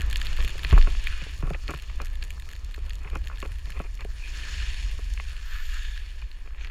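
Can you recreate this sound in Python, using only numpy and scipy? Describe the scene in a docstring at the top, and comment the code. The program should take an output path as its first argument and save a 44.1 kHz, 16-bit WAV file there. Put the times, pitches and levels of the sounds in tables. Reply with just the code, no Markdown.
"""Wind buffets the microphone port of a small housed camera on a pole: deep and fluttering bands of noise.
Its skier glides down a quiet slope: noise and clumped clicks hiss and crunch, narrow noise bands swell.
Snow grains tick on the housing as noisy clicks; skis and ticks pass the housing resonances.
Knocks, rubs and a late creak ring the modes of the mount; a jolt of the pole is a falling sine."""
import sys
import numpy as np
from scipy import signal
from scipy.fft import rfft, irfft
from scipy.io import wavfile
from scipy.ndimage import uniform_filter1d

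SR = 44100
rng = np.random.default_rng(int(sys.argv[2]) if len(sys.argv) > 2 else 0)


def attenuation_scalar(level_db):
    """Turn a level in dB into a linear amplitude multiplier (20 dB per decade)."""
    decades = np.asarray(level_db, float) / 20
    return 10 ** decades


def bounce(signal):
    """Save signal as a 16-bit WAV file at the path given by the first command-line argument."""
    frames = np.transpose(np.atleast_2d(signal))
    limited = np.clip(frames, -1, 1)
    pcm = np.round(limited * 32767).astype(np.int16)
    wavfile.write(sys.argv[1], SR, pcm)


N = 295854


def unit_rms(x):
    """Scales to an rms of 1."""
    return x / np.sqrt(np.mean(x ** 2) + 1e-20)


def in_time(rows):
    """Interpolates each column at every sample; column 0 is t/s."""
    t_s, *columns = np.transpose(rows)
    return [np.interp(np.arange(N) / SR, t_s, column) for column in columns]


def band(x, low_hz, high_hz, order=2):
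    """Butterworth bandpass."""
    sos = signal.butter(order, [low_hz, high_hz], "band", fs=SR, output="sos")
    return signal.sosfilt(sos, x + 1e-18)


def coloured(x, points):
    """Applies a spectral gain, interpolated in dB over log frequency."""
    f_hz = np.maximum(np.arange(N // 2 + 1) * SR / N, 1)
    point_hz, point_db = np.transpose(points)
    gain_db = np.interp(np.log(f_hz), np.log(point_hz), point_db)
    return irfft(rfft(x) * attenuation_scalar(gain_db), N)


def drift(corner_hz):
    """Slow random signal of rms 1: two-pole lowpassed noise."""
    step = 40  # samples between slow values
    r = np.exp(-2 * np.pi * corner_hz * step / SR)
    noise = rng.standard_normal(N // step + 2002)
    slow = signal.lfilter([1], [1, -2 * r, r * r], noise)[2000:]
    return np.interp(np.arange(N) / step, np.arange(len(slow)), unit_rms(slow))


def grains(per_s, spread_db):
    """Random clicks of either sign, a few much larger than the rest."""
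    size_db = spread_db * np.minimum(rng.exponential(1, N), 5)
    signs = rng.choice([-1, 1], N)
    return attenuation_scalar(size_db) * signs * (rng.random(N) < per_s / SR)


def clicks(t_s, level_db):
    """Single-sample impulses at given times."""
    out = np.zeros(N)
    at = np.minimum(np.round(np.asarray(t_s) * SR).astype(int), N - 1)
    np.add.at(out, at, attenuation_scalar(level_db))
    return out


def fading(x, t60_s):
    """Every click leaves an exponentially dying trail."""
    return signal.lfilter([1], [1, -attenuation_scalar(-60 / (t60_s * SR))], x + 1e-18)


def ring(x, f_hz, t60_s):
    """A unit click sets a dying sine of initial height 1 ringing."""
    r = attenuation_scalar(-60 / (t60_s * SR))
    w = 2 * np.pi * f_hz / SR
    return signal.lfilter([0, np.sin(w)], [1, -2 * r * np.cos(w), r * r], x + 1e-18)


# housing resonances: f/Hz, width/Hz, gain/dB
HOUSING_BANDS = [(1300, 150, 4), (1735, 170, 9), (2480, 300, 6), (2870, 200, 6), (3230, 200, 4),
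                 (3600, 250, 4), (3975, 120, -7), (4320, 300, 8), (5420, 200, 5), (5650, 150, -4),
                 (6850, 800, 8), (9950, 800, 7), (12200, 600, 5), (13750, 700, 5)]


def housing(x):
    """Cavities around the microphone lift most of a row of bands and dip the others."""
    for f_hz, width_hz, gain_db in HOUSING_BANDS:
        w = 2 * np.pi * f_hz / SR
        a = np.pi * width_hz / SR
        b = a * attenuation_scalar(gain_db)
        x = signal.lfilter([1 + b, -2 * np.cos(w), 1 - b], [1 + a, -2 * np.cos(w), 1 - a], x)
    return x


# wind on the port: t/s, deep buffeting level/dB, flutter level/dB
WIND_LEVELS = [(0.0, -25.5, -30.5), (0.4, -22.5, -52), (0.65, -29.5, -25.5), (0.72, -25, -30),
               (0.95, -23, -41), (1.159, -28, -65), (1.3, -39.5, -28.5), (1.46, -24, -43.5),
               (1.75, -37, -30), (2.05, -28.5, -44.5), (2.3, -32.5, -32.5), (2.42, -36.5, -43.5),
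               (3.1, -31.5, -31.5), (3.5, -36, -32.5), (4.1, -32, -40), (4.4, -33.5, -39.5),
               (4.7, -28, -29.5), (5.0, -31, -30), (5.25, -32.5, -43), (5.72, -25.5, -58), (6.2, -34, -51),
               (6.5, -33, -47), (6.71, -32.5, -55)]
# buffeting spectrum: f/Hz, gain/dB
BUFFET_SPECTRUM = [(8.8, -21), (15, 6), (32, 0), (59, 0.5), (83, -17), (108, -29), (154, -41), (200, -75),
                   (260, -33.5), (440, -120)]


def wind():
    """Eddies push on the port, slow deep ones and a quicker flutter; each evened so that gusts set its swing."""
    gust_db, gust_hz = [2, 3.5], 8.2  # deep, flutter; drift corner
    low_hz, high_hz = [12, 55], [55, 260]
    out = 0
    eddies = coloured(rng.standard_normal((2, N)), BUFFET_SPECTRUM)
    for level_db, swing_db, eddy, low, high in zip(in_time(WIND_LEVELS), gust_db, eddies, low_hz, high_hz):
        push = unit_rms(band(eddy, low, high))
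        local_rms = np.sqrt(uniform_filter1d(push ** 2, size=3000) + 0.049)
        gusts = attenuation_scalar(swing_db * drift(gust_hz))
        out = out + attenuation_scalar(level_db) * unit_rms(gusts * push / local_rms)
    return out


# skis on snow: t/s, edge pressure as scrape level/dB, low rasp over scrape/dB, brightness/dB
SKI_PRESSURE = [(0.0, -48.5, 7.5, -7.5), (0.3, -45.5, -19, -0.5), (0.5, -46, -7, -1), (0.76, -45.5, -19, 2),
                (1.1, -44.5, -1.5, -2), (1.29, -45.5, -2.5, -1), (1.48, -62, -5, 3.5), (1.7, -52, -19, 1),
                (2.07, -55.5, 4, -4.5), (2.4, -59.5, -2, 2.5), (2.7, -58, -7, -3), (3.25, -59.5, 4.5, -1.5),
                (3.7, -56, -1.5, 1), (4.07, -60, 2.5, 0), (4.2, -52.5, -1.5, 2), (4.32, -47.5, -4, 2),
                (4.4, -43, -1.5, 1.5), (4.55, -41, -3.5, 1.5), (4.8, -42.5, -6, -0.5), (4.97, -50, -3, 1.5),
                (5.19, -52, -5, 0.5), (5.28, -48.5, -3, 1), (5.4, -53.5, 0.5, -0.5), (5.52, -46, 1.5, -1),
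                (5.62, -46, 0, -3), (5.69, -47.5, -3.5, 0), (5.77, -43, -3.5, -2.5), (5.84, -47, -3.5, -2),
                (6.05, -52, -2.5, -2.5), (6.3, -58, -0.5, -4.5), (6.56, -60, 2, -5.5), (6.63, -51, -1, -11),
                (6.71, -56.5, 2, -6)]
# low rumble of the skis: t/s, level/dB
SKI_RUMBLE = [(0.0, -46), (0.76, -46.5), (1.2, -53.5), (1.6, -53), (2.6, -54), (3.2, -54), (3.8, -57.5),
              (4.1, -56.5), (4.55, -49), (5.1, -57), (6.5, -59.5), (6.71, -56)]
# bands above the scrape: level at reference pressure/dB, share of pressure swing/1, share of brightness/1
SPRAY_BANDS = [(-57, 0.74, 0.88), (-66.5, 0.52, 0.85), (-74, 0.3, 0.61)]
# snow spectrum: f/Hz, gain/dB
SNOW_SPECTRUM = [(100, 14.5), (200, -11.5), (350, -10.5), (800, -16), (1100, -5.5), (1500, 1), (2100, -9),
                 (3500, -11), (5000, -22), (7200, -28.5), (8200, -36), (12000, -44), (16000, -38)]


def skis():
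    """Smooth sliding noise plus crystals that break in clumps; all bands share the same crunch."""
    reference_db = -52  # scrape level at reference pressure
    clumps = attenuation_scalar(1.4 * drift(13.0) + 2.5 * drift(40.0))
    crunch = unit_rms(grains(1500.0 * clumps, spread_db=4.5))
    slide = rng.standard_normal(N) * attenuation_scalar(0.5 * drift(19.0))
    snow = housing(coloured(slide + 0.62 * crunch, SNOW_SPECTRUM))

    scrape_db, rasp_db, bright_db = in_time(SKI_PRESSURE)
    levels_db = in_time(SKI_RUMBLE) + [scrape_db + rasp_db, scrape_db]
    for base_db, pressure_share, bright_share in SPRAY_BANDS:
        pressure_db = pressure_share * (scrape_db - reference_db)
        levels_db.append(base_db + pressure_db + bright_share * bright_db)

    out = 0
    edges_hz = [130, 950, 2100, 4700, 8500, 11500, 15300]
    for level_db, low_hz, high_hz in zip(levels_db, edges_hz, edges_hz[1:]):
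        hiss = unit_rms(band(snow, low_hz, high_hz, order=3))
        out = out + attenuation_scalar(level_db + 1.38 * drift(24.0)) * hiss
    return out


# narrow swelling hisses: t/s, length/s, level/dB, start f/Hz, end f/Hz, half width/Hz
AIRY_HISSES = [(0.0, 0.64, -60.5, 6900, 6940, 400), (0.221, 0.36, -48.5, 2700, 2906, 200),
               (0.997, 0.3, -46, 2410, 2910, 300), (4.3, 0.47, -50, 1748, 1732, 100),
               (5.7, 0.38, -69, 13500, 13000, 700), (5.72, 0.3, -51, 3520, 3600, 150),
               (4.187, 0.14, -43.5, 2485, 2470, 120), (5.394, 0.45, -58.5, 13800, 12600, 800),
               (5.405, 0.74, -47.5, 1762, 1717, 90), (5.577, 0.39, -54.5, 7080, 6620, 450),
               (6.585, 0.093, -56, 6370, 6230, 600)]


def airy():
    """Narrow bands of noise, each swelling and fading on a gliding carrier."""
    out, t_s = np.zeros(N), np.arange(N) / SR
    for start_s, length_s, level_db, start_hz, end_hz, half_width_hz in AIRY_HISSES:
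        progress = np.clip((t_s - start_s) / length_s, 0, 1)
        turns = np.cumsum(start_hz + (end_hz - start_hz) * progress) / SR
        noise = unit_rms(band(rng.standard_normal(N), 11, half_width_hz))
        out += attenuation_scalar(level_db) * np.sin(np.pi * progress) * np.sin(2 * np.pi * turns) * noise
    return out


# harder grains on the housing: t/s, hit level/dB, body over hit/dB (before the band gain)
GRAIN_HITS = [(0.0074, -29.5, 3.5), (0.017, -27.5, -2), (0.061, -41, -10), (0.0994, -29, -5),
              (0.111, -29.5, 1), (0.128, -25, -0.5), (0.158, -27.5, 9), (0.169, -22.5, -13),
              (0.178, -37, -2), (0.1994, -35, -1), (0.212, -38, 3), (0.215, -26, 7.5), (0.227, -32, -10),
              (0.2487, -30.5, -1), (0.256, -31, -5), (0.261, -41, 9), (0.268, -33.5, 8), (0.29, -39, -4),
              (0.3297, -34, 2), (0.366, -33, -3), (0.372, -36, 6), (0.381, -41, 6), (0.404, -38.5, 12.5),
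              (0.415, -31, 0.5), (0.425, -31, 1), (0.439, -31, -8), (0.4472, -28.5, -1), (0.452, -36, 3.5),
              (0.4771, -28, -1), (0.4833, -33, 3), (0.493, -33, -1), (0.504, -34, -7), (0.574, -43, 2),
              (0.5797, -31.5, -4), (0.592, -39, 10), (0.626, -45, -8), (0.6323, -31, 8), (0.641, -30, -5),
              (0.647, -35, 12), (0.669, -41, 8), (0.693, -33, -8), (0.701, -30.5, -6), (0.7098, -42, 13),
              (0.719, -41, 13), (0.727, -33, -10), (0.782, -28, 3), (0.8125, -37.5, 9), (0.825, -38, 12),
              (0.902, -37, 5), (0.923, -41, 7), (0.936, -46, -10), (0.963, -49, -8), (1.04, -30.5, -7),
              (1.07, -27.5, 5.5), (1.0766, -33, -1), (1.31, -40, -3), (1.3423, -46, -5), (1.359, -49, -14),
              (1.378, -39, -2), (1.389, -45, -4), (1.495, -41, 1), (1.502, -33.5, -1), (1.535, -48, 11),
              (1.6526, -59, 2), (1.6795, -36.5, 11), (1.685, -39, -2), (1.7062, -28.5, -11),
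              (1.7124, -37, 1), (1.7313, -43, 4), (1.741, -33, -13), (1.7468, -43.5, 8.5), (1.76, -46, 7),
              (1.775, -38, -2), (1.788, -38, 0), (1.7976, -39, 4), (1.822, -36, -2), (2.0169, -31.5, -23),
              (2.0476, -34, -15), (2.056, -33.5, -3), (2.063, -40, -12), (2.069, -38, 2), (2.081, -43, 1),
              (2.1313, -42, -2), (2.2267, -35, 8.5), (2.238, -32.5, -5), (2.248, -40, -4),
              (2.3046, -30, 0.5), (2.3155, -42, 0), (2.3977, -33.5, -0.5), (2.4218, -40, 1.5),
              (2.4545, -50, 7), (2.4892, -32.5, -0.5), (2.5144, -39, 1), (2.5274, -37, 0),
              (2.5324, -35.5, 1.5), (2.552, -43, 5.5), (2.563, -38, -1), (2.6457, -36, -32),
              (2.6636, -48, -2), (2.711, -41, 1.5), (2.722, -46, -5), (2.7447, -40, 5),
              (2.761, -37.5, -0.5), (2.86, -45, 2.5), (2.8951, -35.5, -5), (2.905, -43, 9.5),
              (2.9325, -35.5, 0), (2.954, -36.5, -18), (2.9912, -45, -18), (3.0995, -39.5, 4),
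              (3.153, -34.5, -12), (3.17, -43, -16), (3.2412, -47.5, 8), (3.249, -45, -4),
              (3.2716, -30.5, 2.5), (3.282, -36.5, -5), (3.382, -43.5, 9.5), (3.392, -42, -6),
              (3.402, -31.5, -4), (3.411, -42, -6), (3.417, -50.5, 9), (3.4257, -35, 1), (3.449, -44, -8),
              (3.459, -38.5, -1), (3.475, -43, -10), (3.518, -41, 3.5), (3.54, -55, 4), (3.557, -58, 1),
              (3.5855, -42, -3), (3.5926, -42, -2), (3.656, -41, 6.5), (3.7033, -31, -1.5),
              (3.72, -40, 6.5), (3.7924, -38, 1), (3.818, -45, -6), (3.952, -37.5, -14), (3.974, -51, 8),
              (4.0472, -38, 0), (4.8928, -55, -7), (4.913, -35, -2), (5.137, -33, -10), (5.294, -42, -6),
              (5.324, -43, -14), (5.3656, -41, 4), (5.524, -41, 5), (5.283, -52, 13), (5.741, -35, -6),
              (5.8321, -39, -2), (5.9756, -41, 8.5), (6.609, -50, 5), (6.622, -57, 0), (6.646, -42, 8),
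              (6.671, -46, 9)]
# faint random grains: t/s, rate/(1/s)
FAINT_GRAINS = [(0, 20), (4.1, 12), (4.3, 2), (6.71, 0.5)]


def ticks():
    """A hard grain clicks and shatters within milliseconds; smaller grains follow in its wake."""
    hit_s, hit_db, body_db = np.transpose(GRAIN_HITS)
    faint = attenuation_scalar(-47.5) * np.abs(grains(in_time(FAINT_GRAINS)[0], spread_db=2.0))
    hit = clicks(hit_s + 0.0007, hit_db) + faint
    shatter = hit + attenuation_scalar(-14.0) * fading(hit, 0.011) * rng.standard_normal(N)
    shatter = shatter + attenuation_scalar(-24.0) * fading(hit, 0.26) * grains(60.0, spread_db=3.5)
    body_gain_db = np.interp(np.arange(N) / SR, hit_s, body_db) + 15.0
    body = band(shatter * attenuation_scalar(body_gain_db), 1590, 4700, order=3)
    middle = band(shatter * attenuation_scalar(10.0), 3330, 8030)
    edge = band(shatter * attenuation_scalar(drift(64.0)), 7170, 12600)  # swings by 1 dB rms
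    return housing(body + middle + edge)


# modes of the mount: f/Hz, gain/dB, t60/s
MOUNT_MODES = [(126, -15, 0.091), (143.5, 10, 0.058), (217, -6, 0.028), (285, -8, 0.092), (320, -10, 0.08),
               (430.5, 5, 0.025), (530, -1, 0.034), (690, -1.5, 0.022), (1128, -13, 0.048),
               (1335, 7, 0.0059), (1680, -11.5, 0.019), (2060, 7, 0.0049), (2420, 6.5, 0.0079),
               (2580, -5.5, 0.0067)]
# knocks: t/s, level/dB, then over that level: thud/dB, clack/dB, snap/dB
MOUNT_KNOCKS = [(0.19, -55, -7, 13, 2), (0.386, -32, -11, 5, -8), (0.403, -34.5, -12, -1, 1),
                (0.441, -37, 1.5, 2, -4), (0.55, -37.5, -6, -7, -15), (0.6465, -36, -2.5, 4, 14.5),
                (0.7258, -22, 1.5, 8.5, -19), (0.761, -25.5, -6.5, 0, -19), (0.7765, -26.5, -12, 12, -8),
                (0.8115, -48, -13, 0, 20.5), (0.871, -26.5, -31, 4, -4), (0.948, -42.5, -7, 10, -8),
                (1.0698, -49, -18, -18, 28.5), (1.214, -40.5, 3, -16, 4), (1.262, -41, -27, -3, -3),
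                (1.425, -31.5, 6.5, 6.5, -14), (1.473, -33.5, -4, -9, -11), (1.5035, -26.5, -1.5, -2, -13),
                (1.5445, -35.5, -10.5, -8, 9), (1.6875, -32, -8, 3, 2), (1.736, -31, -7, 10, -17),
                (1.897, -50, -22, 12, 11), (2, -37, -13, 12, 3), (2.377, -56, -5, 16.5, -3),
                (2.776, -40, -10, 2, -12), (3.046, -53, 10, -7, 20.5), (3.128, -36, -3, -3, -11),
                (3.155, -26.5, -9.5, 5.5, -1.5), (3.298, -48, -13, 18.5, 4), (3.313, -54.5, -14, 20, -3),
                (3.426, -27, -15, 5.5, 1), (3.453, -39, -19, -6, 1), (3.67, -47, -7, 0, 8),
                (3.696, -46, 1, 8.5, 1), (3.799, -25.5, -11.5, -0.5, -14), (3.847, -43, -19, -3, 2),
                (3.99, -57, -12, -9, 14), (4.017, -57, -12, 18, 10), (4.047, -33.5, -23, -8, -18),
                (4.988, -38.5, -10, 2.5, -10), (5.174, -53.5, -2, 5, 25.5), (5.198, -43, -21, 13, 19),
                (6.221, -52.5, -8, 16, 13.5), (6.6455, -52, -11, 2, 22), (6.696, -60, -6, 17, 5)]
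# rubs of the joint: t/s, length/s, level/dB, snap over that/dB
JOINT_RUBS = [(0.383, 0.033, -46, -15), (0.69, 0.1, -48.5, 3.5), (0.861, 0.045, -46, 1),
              (1.183, 0.053, -67, 12), (1.422, 0.082, -49.5, -9), (1.491, 0.026, -53, 3),
              (1.529, 0.034, -48.5, 0), (1.682, 0.039, -36.5, -8), (1.739, 0.011, -42, -5),
              (1.988, 0.052, -44.5, -8), (3.002, 0.033, -59.5, 6), (3.033, 0.035, -51, -18),
              (3.071, 0.017, -49, 3.5), (3.11, 0.072, -47, -3), (3.295, 0.058, -56, -3),
              (3.431, 0.036, -47.5, -7), (3.48, 0.03, -54, -12), (3.657, 0.025, -54, -11),
              (3.73, 0.14, -51, 0), (3.988, 0.041, -50.5, 2), (6.576, 0.043, -67, 8)]


def mount():
    """Knocks, rubs and creak strike the same modes; every knock draws new mode strengths."""
    knock_s, knock_db, thud_db, clack_db, snap_db = np.transpose(MOUNT_KNOCKS)
    slip_s, slip_db, slip_snap_db = creak()
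    grit = unit_rms(grains(1600.0 * attenuation_scalar(6.0 * drift(60.0)), spread_db=2.0))
    chance_db = rng.normal(0, 1.5, (len(knock_s), len(MOUNT_MODES)))
    contacts = 1.2 * grains(5000.0, spread_db=2.0)
    out = np.zeros(N)
    for k, (f_hz, mode_db, t60_s) in enumerate(MOUNT_MODES):
        bright = f_hz > 1800
        colour_db = thud_db * (f_hz < 300) + clack_db * (900 < f_hz < 1800) + snap_db * bright
        # deep modes answer 0.9 cycles late, as the blow travels down the pole
        lag_s = 0.9 / f_hz * (f_hz < 900)
        blows = clicks(knock_s + 0.001486 + lag_s, knock_db + colour_db + chance_db[:, k] - 8.0)
        # a loose joint chatters for some milliseconds after the blow
        blows = blows + attenuation_scalar(-15.0) * contacts * fading(blows, 0.026)

        light = clicks(slip_s + 0.0012, slip_db + slip_snap_db * bright - 9.0)
        light = light + attenuation_scalar(-13.5) * contacts * fading(light, 0.012)
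        for start_s, length_s, rub_db, rub_snap_db in JOINT_RUBS:
            at = np.arange(round(start_s * SR), min(round((start_s + length_s) * SR), N))
            envelope = np.hanning(len(at)) ** 0.16
            light[at] += attenuation_scalar(rub_db + rub_snap_db * bright - 17.0) * envelope * grit[at]

        # light touches hardly move the deep modes
        rung = ring(blows + light * min(1, f_hz / 1200), f_hz, t60_s)
        if f_hz > 900:
            rung = band(rung, 0.49 * f_hz, 8.3 * f_hz)
        out += attenuation_scalar(mode_db) * rung
    # the pole and its clamp pass little treble
    return band(out, 84, 2660, order=4)


# jolt of the pole: t/s, level/dB, start f/Hz, end f/Hz, glide time constant/s, length/s
POLE_JOLTS = [(.727, -7, 89, 24, .02, .15)]


def jolts():
    """The pole swings with a falling pitch until the hand damps it."""
    out = np.zeros(N)
    for start_s, level_db, start_hz, end_hz, glide_s, length_s in POLE_JOLTS:
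        t_s = np.maximum(np.arange(N) / SR - start_s, 0)
        glide_turns = (start_hz - end_hz) * glide_s * (1 - np.exp(-t_s / glide_s))
        turns = end_hz * t_s + glide_turns
        out -= attenuation_scalar(level_db) * np.exp(-(t_s / length_s) ** 4) * np.sin(2 * np.pi * turns)
    return out


# separate slips of the creaking joint: t/s, level/dB
JOINT_SLIPS = [(6.458, -41), (6.474, -37.5), (6.491, -58), (6.505, -42.5), (6.519, -55), (6.533, -48),
               (6.546, -43), (6.56, -48), (6.573, -48), (6.585, -48), (6.59, -52), (6.595, -60),
               (6.607, -44), (6.61, -43), (6.617, -49), (6.635, -51), (6.656, -45), (6.671, -45),
               (6.681, -59), (6.698, -49)]


def creak():
    """Slips of the joint as times, strengths and snap over strength, brighter towards the end."""
    slip_s, slip_db = np.transpose(JOINT_SLIPS)
    snap_db = np.interp(slip_s, slip_s[[0, -1]], [-3, 14.5])
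    return slip_s, slip_db, snap_db


def scene():
    """Sums all sources into one channel."""
    return (wind() + skis() + airy() + ticks() + mount() + jolts())[None]


def top_cut(x):
    """Nothing passes above the cut-off."""
    return signal.sosfilt(signal.butter(12, 16440, fs=SR, output="sos"), x)


def record(dry):
    """Takes the sum of the sources as the finished mix."""
    return top_cut(dry)


dry = scene()
out = record(dry)
bounce(out)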